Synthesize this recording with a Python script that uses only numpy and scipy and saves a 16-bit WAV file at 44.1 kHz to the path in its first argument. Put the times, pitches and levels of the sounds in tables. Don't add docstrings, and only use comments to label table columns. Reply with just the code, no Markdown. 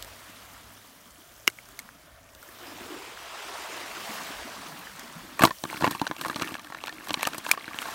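import sys
import numpy as np
from scipy import signal
from scipy.fft import rfft, irfft
from scipy.io import wavfile
from scipy.ndimage import uniform_filter1d

SR = 44100
rng = np.random.default_rng(int(sys.argv[2]) if len(sys.argv) > 2 else 0)


def to_wav(sig):
    pcm = np.clip(np.atleast_2d(sig), -1, 1) * 32767
    pcm = np.round(pcm).astype(np.int16)
    wavfile.write(sys.argv[1], SR, pcm.T)


N = 350151

# frequency in Hz, relative density in dB per Hz.
SEA_SPECTRUM = [(53, -19), (90, -1.5), (146, -5), (282, -14.5), (480, -10), (600, -1.5), (700, -2.5),
                (822, -17), (1200, -7), (2090, -11.5), (3000, -35), (5500, -90)]
SEA_DB = -59.5
# frequency in Hz, relative density in dB per Hz.
WIND_SPECTRUM = [(15, -30), (30, -9), (55, 6), (80, -1), (130, -31), (300, -70)]
# middle in seconds, peak in dB, length (two standard deviations) in seconds.
GUSTS = [(0.0, -58, .15), (.55, -66, .15), (1.12, -61, .05), (2.1, -63, .2), (2.35, -59, 0.055),
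         (4.4, -56, .06), (4.9, -65, .06), (5.25, -65, .1)]
BREEZE_DB = -69
# time in seconds, pitch in Hz, level in dB.
ENGINE_STRETCHES = [
    [(0, 99.3, -65.5), (.8, 102.4, -62.5), (.92, 102, -81)],
    [(1.15, 97, -80), (1.45, 109.5, -65.5), (1.7, 122.7, -67.5), (2.15, 127, -78)],
    [(1.9, 92, -82), (2.25, 99, -69), (2.5, 102.5, -71), (2.8, 100, -62), (3.1, 94, -78)],
]
# time in seconds, centre in Hz, level in dB.
HISS = [(2.25, 14100, -82.5), (2.4, 14200, -62), (2.65, 14200, -60), (2.9, 14600, -62), (3.05, 14700, -80)]

# time in seconds, wash level in dB, foam fizz level in dB, gurgle level in dB,
# pitch of the hollow in Hz.
WAVES = [(0.0, -49, -52.5, -61.5, 260), (0.55, -51.5, -54, -60.5, 250), (1.07, -58.5, -55.5, -63, 225),
         (1.5, -59.5, -55, -68, 316), (1.72, -55, -56, -61, 230), (2.29, -61, -61.5, -65.5, 252),
         (2.46, -55, -54, -63, 340), (2.64, -45.5, -54, -53.5, 300), (2.92, -43.5, -53, -43.5, 357),
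         (3.2, -43.5, -55, -57, 403), (3.61, -38, -50, -51.5, 360), (3.85, -40, -51, -50, 342),
         (4.13, -38, -44.5, -52.5, 246), (4.45, -41, -51.5, -50, 260), (4.83, -46, -51, -56, 226),
         (5.35, -48, -54, -52.5, 240), (5.6, -57.5, -47.5, -70, 250), (6.7, -57.5, -61.5, -66, 255),
         (7.3, -46, -53, -53, 250), (7.65, -53, -58.5, -59, 261), (7.94, -39.5, -49, -50, 254)]
# frequency in Hz, relative density in dB per Hz.
WASH_SPECTRUM = [(250, -37), (420, -8), (540, -8), (650, -1.5), (820, -3), (1100, 0), (1700, -2.5),
                 (3500, -6.5), (5000, -10), (9000, -16.5), (16000, -40)]
# frequency in Hz, relative density in dB per Hz.
FIZZ_SPECTRUM = [(880, -55), (1500, -10), (2210, -30), (2390, -9), (2610, -15), (3030, -3), (3960, -9),
                 (5600, -5), (7460, -6.5), (14300, -6), (16000, -6.5)]
# start in seconds, peak in dB, pitch in Hz, t60 in seconds.
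GULPS = [(2.622, -42, 346, 0.081), (4.09, -36, 223, 0.095), (4.3, -38, 289, 0.054),
         (5.155, -37, 168.5, 0.12)]

# start in seconds, ring peak in dB,
# pitch in Hz, thump in dB re ring, crack in dB re ring, t60 in seconds.
SNAPS = [(0.0254, -44, 3000, -24, 25, 0.018), (0.0467, -42, 1940, -5, 10, 0.015),
         (1.473, -36, 3000, -30, 11, .01), (1.477, -2.5, 2980, -45, 0.5, 0.0098),
         (1.4778, -5, 2220, -14.5, -23, 0.0085), (1.4822, -25, 2930, -16, 2, .015),
         (1.489, -35, 1570, -15, -7, 0.017), (1.5, -38, 2260, -18, 8, 0.02),
         (1.5872, -30, 2280, -31, -10, 0.013), (1.688, -44.5, 1390, -21, 9, 0.015),
         (1.791, -27.5, 2250, -34, 4.5, 0.019), (1.7988, -41, 1890, -17, 12.5, 0.019),
         (1.89, -33, 1630, -30, -11, 0.0061), (2.29, -45, 2600, -20, 0, .012),
         (2.35, -45.5, 2940, -4, 10.5, 0.013), (2.428, -38.5, 1480, -27, 0, 0.023),
         (2.489, -38.5, 1850, -5, -13, 0.015), (3.1742, -34, 1530, -29, -19, 0.015),
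         (4.8716, -31.5, 1860, -40, -19, 0.015), (4.9947, -35.5, 1990, -31, 9, 0.015),
         (7.5139, -3, 2495, -58, 1, 0.015), (7.5152, -21.5, 2400, -16, 16.5, 0.013),
         (7.788, -13, 3120, -30, -12, 0.0051)]
# factor on the snap's pitch, level in dB.
SNAP_MODES = [(0.958, 27), (4.1, -24), (0.656, -22), (5.2, -28)]

# frequency in Hz, level in dB, t60 in seconds.
BOTTOM_MODES = [(67, -26, .09), (107, -22, 0.21), (189, -13, 0.17), (257, 4.5, 0.041), (310, 9.5, 0.052),
                (420, -9, 0.024)]
# frequency in Hz, level in dB, t60 in seconds.
WALL_MODES = [(677, -19.5, 0.054), (767, -13.5, 0.029), (904, -8.5, 0.059), (1025, -10.5, 0.058),
              (1145, 3.5, 0.022), (1410, 2, 0.013), (1650, 4, 0.015), (1796, -3.5, 0.034), (2227, 9, 0.006),
              (2720, 3, 0.01), (3360, -4.5, 0.014), (3550, -28, 0.0092), (4060, 2, 0.006),
              (4500, -12, 0.0085)]
# frequency in Hz, level in dB, t60 in seconds (ring() floors it at 0.003).
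CLAW_MODES = [(2480, -6, 0.0057), (3070, 0, 0.0029), (3970, -3, 0.002), (5600, -9.5, 0.0017)]
# frequency in Hz, relative density in dB per Hz.
TICK_SPECTRUM = [(1470, -82), (2500, -22), (3230, -3), (4020, -1.5), (5190, -3), (7770, -4.5), (8330, -1),
                 (9360, -6), (13100, -5), (16000, -11.5)]
# start in seconds, length in seconds, wall scrape in dB,
# push on the bottom in dB, grit in dB.
BOUTS = [(5.407, 0.086, -39, -42, -43), (5.674, 0.12, -43, -51, -48.5), (5.801, 0.089, -38, -40, -43),
         (5.89, 0.081, -40.5, -43.5, -45.5), (5.977, .2, -48, -58, -58), (6.183, .16, -43.5, -48.5, -48),
         (6.352, 0.21, -41.5, -44.5, -47.5), (6.57, 0.5, -50.5, -55, -58), (7.036, 0.12, -47, -52, -51),
         (7.173, 0.12, -40, -51, -50.5), (7.31, 0.1, -45.5, -49.5, -57), (7.44, 0.11, -41.5, -53, -44.5),
         (7.578, 0.18, -47, -58.5, -58), (7.752, .25, -43.5, -54, -48)]
DRAG_EASE_S = 0.035
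# start in seconds, wall peak in dB, thud, claw and tick each in dB
# re wall, wall spot in Hz, contact decay constant in ms.
KNOCKS = [(5.393, -13.5, -36, -32, -7.5, 1070, 4.4), (5.408, -16, -3, -4, -17, 1090, 2.8),
          (5.42, -8, -13.5, -14, -4.5, 1760, 3.7), (5.425, -15.5, -9, -15, 3, 1080, 1.5),
          (5.436, -0.5, -7.5, -29, -4.5, 766, 4.4), (5.443, -21, -10, -3, -13, 680, 4.7),
          (5.451, -7.5, -5, 0, -0.5, 1130, 4.1), (5.472, -17, -14, -10, -20, 996, 2.8),
          (5.479, -24, -14, -15, -11, 1140, 1.3), (5.495, -26, -21, -17, -16, 1100, 1.6),
          (5.507, -20.5, -16, -6, -18, 1130, 3.1), (5.638, -20.5, -8, -1, -28, 1090, 1.2),
          (5.652, -23.5, -5, -13, -24, 1110, 2.4), (5.686, -46, -7, -14, -11, 1760, 1.3),
          (5.71, -33, -23, -10, -18, 1150, 3), (5.729, -23, -17, -13, -18, 880, 1.1),
          (5.744, -30, -2.5, -13, -11, 1070, 1.8), (5.773, -30, -7, -4, -3, 1600, 2.2),
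          (5.808, -21.5, -13, -11, -16, 856, 3.5), (5.823, -16, -5.5, -11, -24, 1080, 1.1),
          (5.835, -21, 2, -18, -23, 969, 6), (5.843, -7, -17, -23, -36, 1060, 1.8),
          (5.851, -15, -27, -10, -27, 1110, 3.5), (5.865, -15, -12, -25, -25, 1260, 6.4),
          (5.875, -14.5, -4, -8, -26, 1000, 3.2), (5.91, -23.5, -5, -14, 4.5, 1170, 3.2),
          (5.922, -29, -7, -3, -22, 1150, 1.9), (5.949, -23.5, -9, -4, -19, 840, 2.9),
          (5.996, -25.5, -27, -4, -22, 2460, 2.8), (6.015, -13.5, -6, -12, -37, 880, 3.4),
          (6.044, -30, -23, -10, -7, 1100, 3.3), (6.067, -15, -38, -8, -32, 1730, 2.4),
          (6.075, -27.5, -23, 5.5, -24, 1300, 2.3), (6.099, -36, 5, -13, -22, 1170, 1.6),
          (6.112, -14.5, -15, -19, -24, 1190, 1.1), (6.165, -33.5, -29, 7.5, -14, 1130, 1.4),
          (6.183, -33, -22, -3, -2, 1570, 2.1), (6.212, -22, -12, -1, -1, 1310, 4.3),
          (6.237, -30, -22, -12, -23, 1110, 2.1), (6.249, -15.5, -36, -17, -32, 1090, 0.8),
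          (6.258, -19, -29, -17, -26, 1100, 2.7), (6.264, -23, -9, -12, -4, 856, 1.7),
          (6.283, -25.5, -13, -7, 5, 818, 0.96), (6.298, -16, -17, -14, -21, 1110, 1.6),
          (6.31, -27, -10, -8, -15, 1100, 2.5), (6.33, -29, -23, -10, -13, 1870, 2.1),
          (6.345, -34, -25, 11, -9, 1050, 0.93), (6.359, -23.5, -4, 6, -29, 860, 8.8),
          (6.397, -23.5, -19, -5, -19, 1590, 1.9), (6.413, -20, -21, -12, -16, 1220, 2.4),
          (6.42, -15.5, -8.5, -4.5, -36, 2110, 5), (6.431, -19.5, -13, -14, -25, 2050, 1.2),
          (6.474, -24.5, -21, -3.5, -11, 1650, 2.1), (6.488, -29.5, -20, -12, -7, 840, 3.8),
          (6.519, -31.5, 0.5, -17, -15, 646, 1.8), (6.542, -24.5, -15, 0, -30, 1880, 1),
          (6.552, -19.5, -35, -17, -31, 1800, 3), (6.567, -31, -22, -6, -13, 1960, 1.5),
          (6.594, -34.5, -24, 3, -16, 1150, 2.1), (6.646, -32.5, -21, 0, -2, 1080, 2.3),
          (6.701, -32, -9, -19, -20, 1180, 2.3), (6.722, -24.5, -38, -31, -28, 1210, 2.8),
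          (6.747, -23, -32, -29, -26, 1820, 1.8), (6.771, -35, -13, -16, -20, 670, 2.2),
          (6.838, -20.5, -30, -3, -9, 1480, 1.8), (6.86, -32, -18, 0, 2, 1290, 1.7),
          (6.871, -25, -20, 0, 2.5, 1490, 1.5), (6.879, -24, -31, 1, -12, 1310, 3.1),
          (6.893, -26.5, -34, 0, -17, 1570, 2.2), (6.925, -28.5, -25, -9, -17, 676, 3),
          (7.071, -30, -22, -11, -3, 1020, 2.1), (7.085, -32, -12, -2, 6.5, 999, 2.2),
          (7.093, -24, -15, 0, -20, 1110, 3.5), (7.106, -16, -13.5, -1, -29, 1120, 1.8),
          (7.116, -35, 3, -7, -6, 1390, 2.1), (7.132, -40, -18, 1, 16, 1120, 1.1),
          (7.141, -16.5, -35, 5.5, -33, 1190, 3.4), (7.172, -36, 4.5, -11, -16, 1030, 1.8),
          (7.193, -26, -21, -9, -15, 1590, 3.4), (7.209, -26, -20, 5, -19, 1110, 1.8),
          (7.221, -28, -26, -5, -8, 1810, 1.2), (7.225, -36, -20, -5, 9, 1810, 1.2),
          (7.23, -9.5, -43, -19, -3, 1850, 1.5), (7.252, -21.5, -33, 6, -26, 1920, 2.2),
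          (7.268, -23, -7.5, -2, 2, 1150, 1.3), (7.272, -12.5, -34, -4, 3, 1200, .81),
          (7.287, -35, -16, -13, 7, 1260, 1.2), (7.333, -27.5, -12, 0, -20, 1640, 2.4),
          (7.346, -25, -26, -18, 0, 1140, 3.5), (7.381, -27, -5.5, -24, 5.5, 1190, 2.5),
          (7.464, -19.5, -38, -3, -21, 1210, 1.9), (7.492, -19.5, -35, -6, -4, 2410, 1.1),
          (7.535, -24, -24, -9, -6, 1140, 1.8), (7.542, -26.5, -26, -16, -28, 1690, 1.8),
          (7.575, -23, -39, -17, -29, 1140, 2.6), (7.627, -37, -18, -2, -19, 1570, 2.2),
          (7.679, -26, -7, -19, -19, 1540, 1.6), (7.744, -28, -12, -3, -12, 1430, 1.1),
          (7.817, -25, -35, -6, -1.5, 1640, 6), (7.826, -25, -25, -4, -8, 2380, 1.8),
          (7.855, -24, -25, -10, -16, 960, 3.6), (7.884, -24.5, -26, -24, -19, 859, 4.4)]
BOTTOM_SPOT_HZ, BOTTOM_SPOT_SPREAD_OCT = 257, .12
SPOT_RISE_OCT_PER_DB = 1.3
JOLT_HZ, JOLT_RE_THUD_DB = 150, -16.5

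EDGE_HZ = 15900


def gain_of(db):
    return 10 ** (np.asarray(db) / 20)


def evened(x):
    return x / np.sqrt(np.mean(x ** 2) + 1e-20)


def peaked(x):
    return x / (abs(x).max() + 1e-20)


def read(points, hz):
    f, value = np.transpose(points)
    return np.interp(np.log(hz + 1), np.log(f + 1), value)


def curves(rows):
    s, *columns = np.transpose(rows)
    return [np.interp(np.arange(N) / SR, s, c) for c in columns]


def add(mix, s, sound):
    part = mix[max(round(s * SR), 0):][:len(sound)]
    part += sound[:len(part)]


def coloured(x, spectrum):
    gain = gain_of(read(spectrum, np.fft.rfftfreq(len(x), 1 / SR)))
    return evened(irfft(rfft(x) * gain, len(x)))


def high_pass(x, hz, order=2):
    return signal.sosfilt(signal.butter(order, hz, "high", fs=SR, output="sos"), x)


def resonate(x, hz, width_hz):
    turn = np.exp(2j * np.pi * np.cumsum(hz) / SR)
    r = np.exp(-np.pi * width_hz / SR)
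    return 2 * (turn * signal.lfilter([1 - r], [1, -r], x / turn)).real


def patchy_noise(patchy_db, flicker_db, size=512):
    frames, bins = 4 * N // size + 8, size // 2 + 1
    a, b, patches = rng.standard_normal((frames, bins, 3)).T
    patches = evened(uniform_filter1d(uniform_filter1d(patches, 6, axis=0), 16, axis=1))
    flicker = evened(uniform_filter1d(rng.standard_normal(frames), 5))
    z = (a + 1j * b) * gain_of(patchy_db * patches + flicker_db * flicker)
    noise = signal.istft(z, nperseg=size, noverlap=3 * size // 4)[1]
    return evened(noise[:N])


def sparks(per_s, spread_db):
    size = gain_of(spread_db * np.minimum(rng.exponential(1, N), 5))
    sign = rng.choice([-1, 1], N)
    return size * sign * (rng.random(N) < per_s / SR)


def bubbles(lo_hz, hi_hz, per_s, cycles, spread_db, count=16):
    out = np.zeros(N)
    for hz in np.geomspace(lo_hz, hi_hz, count):
        turns = np.arange(int(4 * cycles * SR / hz)) * hz / SR
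        envelope = np.exp(-turns / cycles) * (1 - np.exp(-2 * turns))
        ping = np.sin(2 * np.pi * turns * (1 + 0.0056 * turns)) * envelope
        out += signal.oaconvolve(sparks(per_s / count, spread_db), ping * np.sqrt(hz))[:N]
    return evened(out)


def ring(modes, length=4000):
    hz, db, t60 = np.transpose(modes)[:, :, None]
    t = np.arange(length) / SR
    return gain_of(db - 60 * t / np.maximum(t60, .003)) * np.sin(2 * np.pi * hz * t)


def tick(noise, t60):
    t = np.arange(len(noise)) / SR
    decay = gain_of(-60 * t / (0.27 * t60)) + 0.95 * gain_of(-60 * t / t60)
    return peaked(coloured(noise, TICK_SPECTRUM) * decay)


def far_sea():
    return gain_of(SEA_DB) * coloured(patchy_noise(2.2, 1.4, size=2048), SEA_SPECTRUM)


def wind():
    s = np.arange(N) / SR
    level = np.full(N, gain_of(BREEZE_DB))
    for middle_s, db, length_s in GUSTS:
        level += gain_of(db) * np.exp(-.5 * ((s - middle_s) / length_s * 2) ** 2)
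    return level * coloured(patchy_noise(2.0, 1.5, size=2048), WIND_SPECTRUM)


def engine():
    out, s = np.zeros(N), np.arange(N) / SR
    for stretch in ENGINE_STRETCHES:
        hz, db = curves(stretch)
        running = (s >= stretch[0][0]) & (s < stretch[-1][0])
        tone = np.sin(2 * np.pi * np.cumsum(hz) / SR)
        out += running * np.sqrt(2) * gain_of(db) * tone
    return out


def hiss():
    hz, db = curves(HISS)
    noise = resonate(rng.standard_normal(N), hz, 1300)
    return gain_of(db) * evened(resonate(noise, hz, 1300))


def waves():
    wash_db, fizz_db, gurgle_db, hollow_hz = curves(WAVES)
    wash = patchy_noise(2.07, 1.0) + 0.27 * bubbles(469, 5740, 3000, 2.04, 3.7)
    wash = coloured(wash, WASH_SPECTRUM)
    fizz = patchy_noise(1.7, 1.0) + .42 * bubbles(2500, 14000, 1000, 2.0, 5.0)
    fizz = coloured(fizz, FIZZ_SPECTRUM)
    gurgle = patchy_noise(2.2, 1.5) + 0.25 * bubbles(147.4, 498, 90, 4.0, 1.7, count=10)
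    gurgle = evened(resonate(resonate(gurgle, hollow_hz, 224), hollow_hz, 235))
    return gain_of(wash_db) * wash + gain_of(fizz_db) * fizz + gain_of(gurgle_db) * gurgle


def gulps():
    out = np.zeros(N)
    soft_start = 1 - np.exp(-np.arange(6000) / SR / 0.011)
    for s, db, hz, t60 in GULPS:
        pocket = ring([(hz, 0, t60), (1.4 * hz, -6, t60)], length=6000).sum(0)
        add(out, s, gain_of(db) * peaked(high_pass(pocket, 100) * soft_start))
    return out


def snaps():
    out, t = np.zeros(N), np.arange(60) / SR
    chance = rng.standard_normal((len(SNAPS), 1200))
    thump = high_pass(ring([(360, 0, 0.023)], length=1200)[0], 207, order=3)
    for (s, db, hz, thump_db, crack_db, t60), noise in zip(SNAPS, chance):
        modes = [(hz * k, mode_db, t60) for k, mode_db in SNAP_MODES]
        ragged_break = (1 + 0.17 * noise[-60:]) * np.exp(-t / 0.000096)
        rough_ring = np.convolve(ring(modes, length=1200).sum(0), ragged_break)[:1200]
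        sound = peaked(high_pass(rough_ring, 850))
        sound = sound + gain_of(thump_db) * thump + gain_of(crack_db) * tick(noise, t60)
        add(out, s, gain_of(db) * sound)
        add(out, s + 0.005, gain_of(db - 21) * high_pass(sound, 497))
    return out


def bouts(levels_db):
    t, power = np.arange(N) / SR, np.zeros(N)
    for (start_s, length_s, *_), db in zip(BOUTS, levels_db):
        inside_s = np.minimum(t - start_s, start_s + length_s - t)
        hold = np.clip(inside_s / DRAG_EASE_S + .5, 0, 1)
        power += (gain_of(db) * np.sin(np.pi / 2 * hold) ** 2) ** 2
    return np.sqrt(power)


def scrabble():
    _, _, scrape_db, push_db, grit_db = np.transpose(BOUTS)
    rub = 0.057 * patchy_noise(6.5, 7.0, size=256)
    wall, bottom = np.zeros(N), np.zeros(N)
    for k, mode in enumerate(ring(WALL_MODES, length=1500)):
        drive = sparks(260, 5.74) + np.roll(rub, 997 * k)
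        wall += signal.oaconvolve(drive, mode)[:N]
    for mode in ring(BOTTOM_MODES):
        bottom += signal.oaconvolve(sparks(110, 2.2), mode)[:N]
    grit = coloured(sparks(1500, 4.2) + .6 * patchy_noise(2.5, 4.0, size=256), TICK_SPECTRUM)
    scrape = bouts(scrape_db) * evened(high_pass(wall, 400))
    push = bouts(push_db) * evened(high_pass(bottom, 92))
    return scrape + push + bouts(grit_db) * grit


def struck(modes, spot_hz, db_per_octave, uneven_db, detune, chance):
    hz, db, t60 = np.transpose(modes)
    octaves = np.minimum(abs(np.log2(hz / spot_hz)), 1.6)
    level, pitch = chance[:2 * len(hz)].reshape(2, -1)
    db = db - db_per_octave * octaves + uneven_db * level
    return ring(np.transpose([hz * (1 + detune * pitch), db, t60]), length=2900).sum(0)


def knocks():
    out, t = np.zeros(N), np.arange(600) / SR
    chance = rng.standard_normal((len(KNOCKS), 1000))
    swing = np.arange(1200) / SR * JOLT_HZ
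    jolt = peaked(high_pass(np.sin(2 * np.pi * swing) * swing * np.exp(-swing / .4), 85))
    claw = high_pass(ring(CLAW_MODES, length=400).sum(0), 1600)
    for (s, db, thud_db, claw_db, tick_db, wall_hz, contact_ms), noise in zip(KNOCKS, chance):
        contact_s = np.clip(contact_ms / 1000, .0003, .012)
        press = (1 - np.exp(-t / 0.0004)) * np.exp(-t / contact_s) * noise[:600]
        spot_oct = BOTTOM_SPOT_SPREAD_OCT * noise[700] + SPOT_RISE_OCT_PER_DB * thud_db
        bottom_hz = BOTTOM_SPOT_HZ * 2 ** spot_oct
        wall = high_pass(struck(WALL_MODES, wall_hz, 12, 3.5, .035, noise[900:]), 450)
        thud = high_pass(struck(BOTTOM_MODES, bottom_hz, 13, 4.0, 0.07, noise[800:]), 120)
        add(out, s, gain_of(db) * peaked(signal.fftconvolve(wall, press)))
        add(out, s, gain_of(db + thud_db) * peaked(signal.fftconvolve(thud, np.hanning(90))))
        add(out, s, gain_of(db + thud_db + JOLT_RE_THUD_DB) * jolt)
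        add(out, s, gain_of(db + claw_db) * peaked(np.convolve(claw, press * np.exp(-t / 0.005))))
        add(out, s, gain_of(db + tick_db) * tick(noise, 0.01 + 10.6 * contact_s))
    return out


def scene():
    background = far_sea() + wind() + engine() + hiss()
    shore = waves() + gulps()
    crab = snaps() + scrabble() + knocks()
    return (background + shore + crab)[None]


def record(dry):
    clipped = np.clip(dry, -1, 1)
    low_pass = signal.firwin(511, EDGE_HZ, window=("kaiser", 9), fs=SR)
    return signal.oaconvolve(clipped, low_pass[None], "same")


dry = scene()
out = record(dry)
to_wav(out)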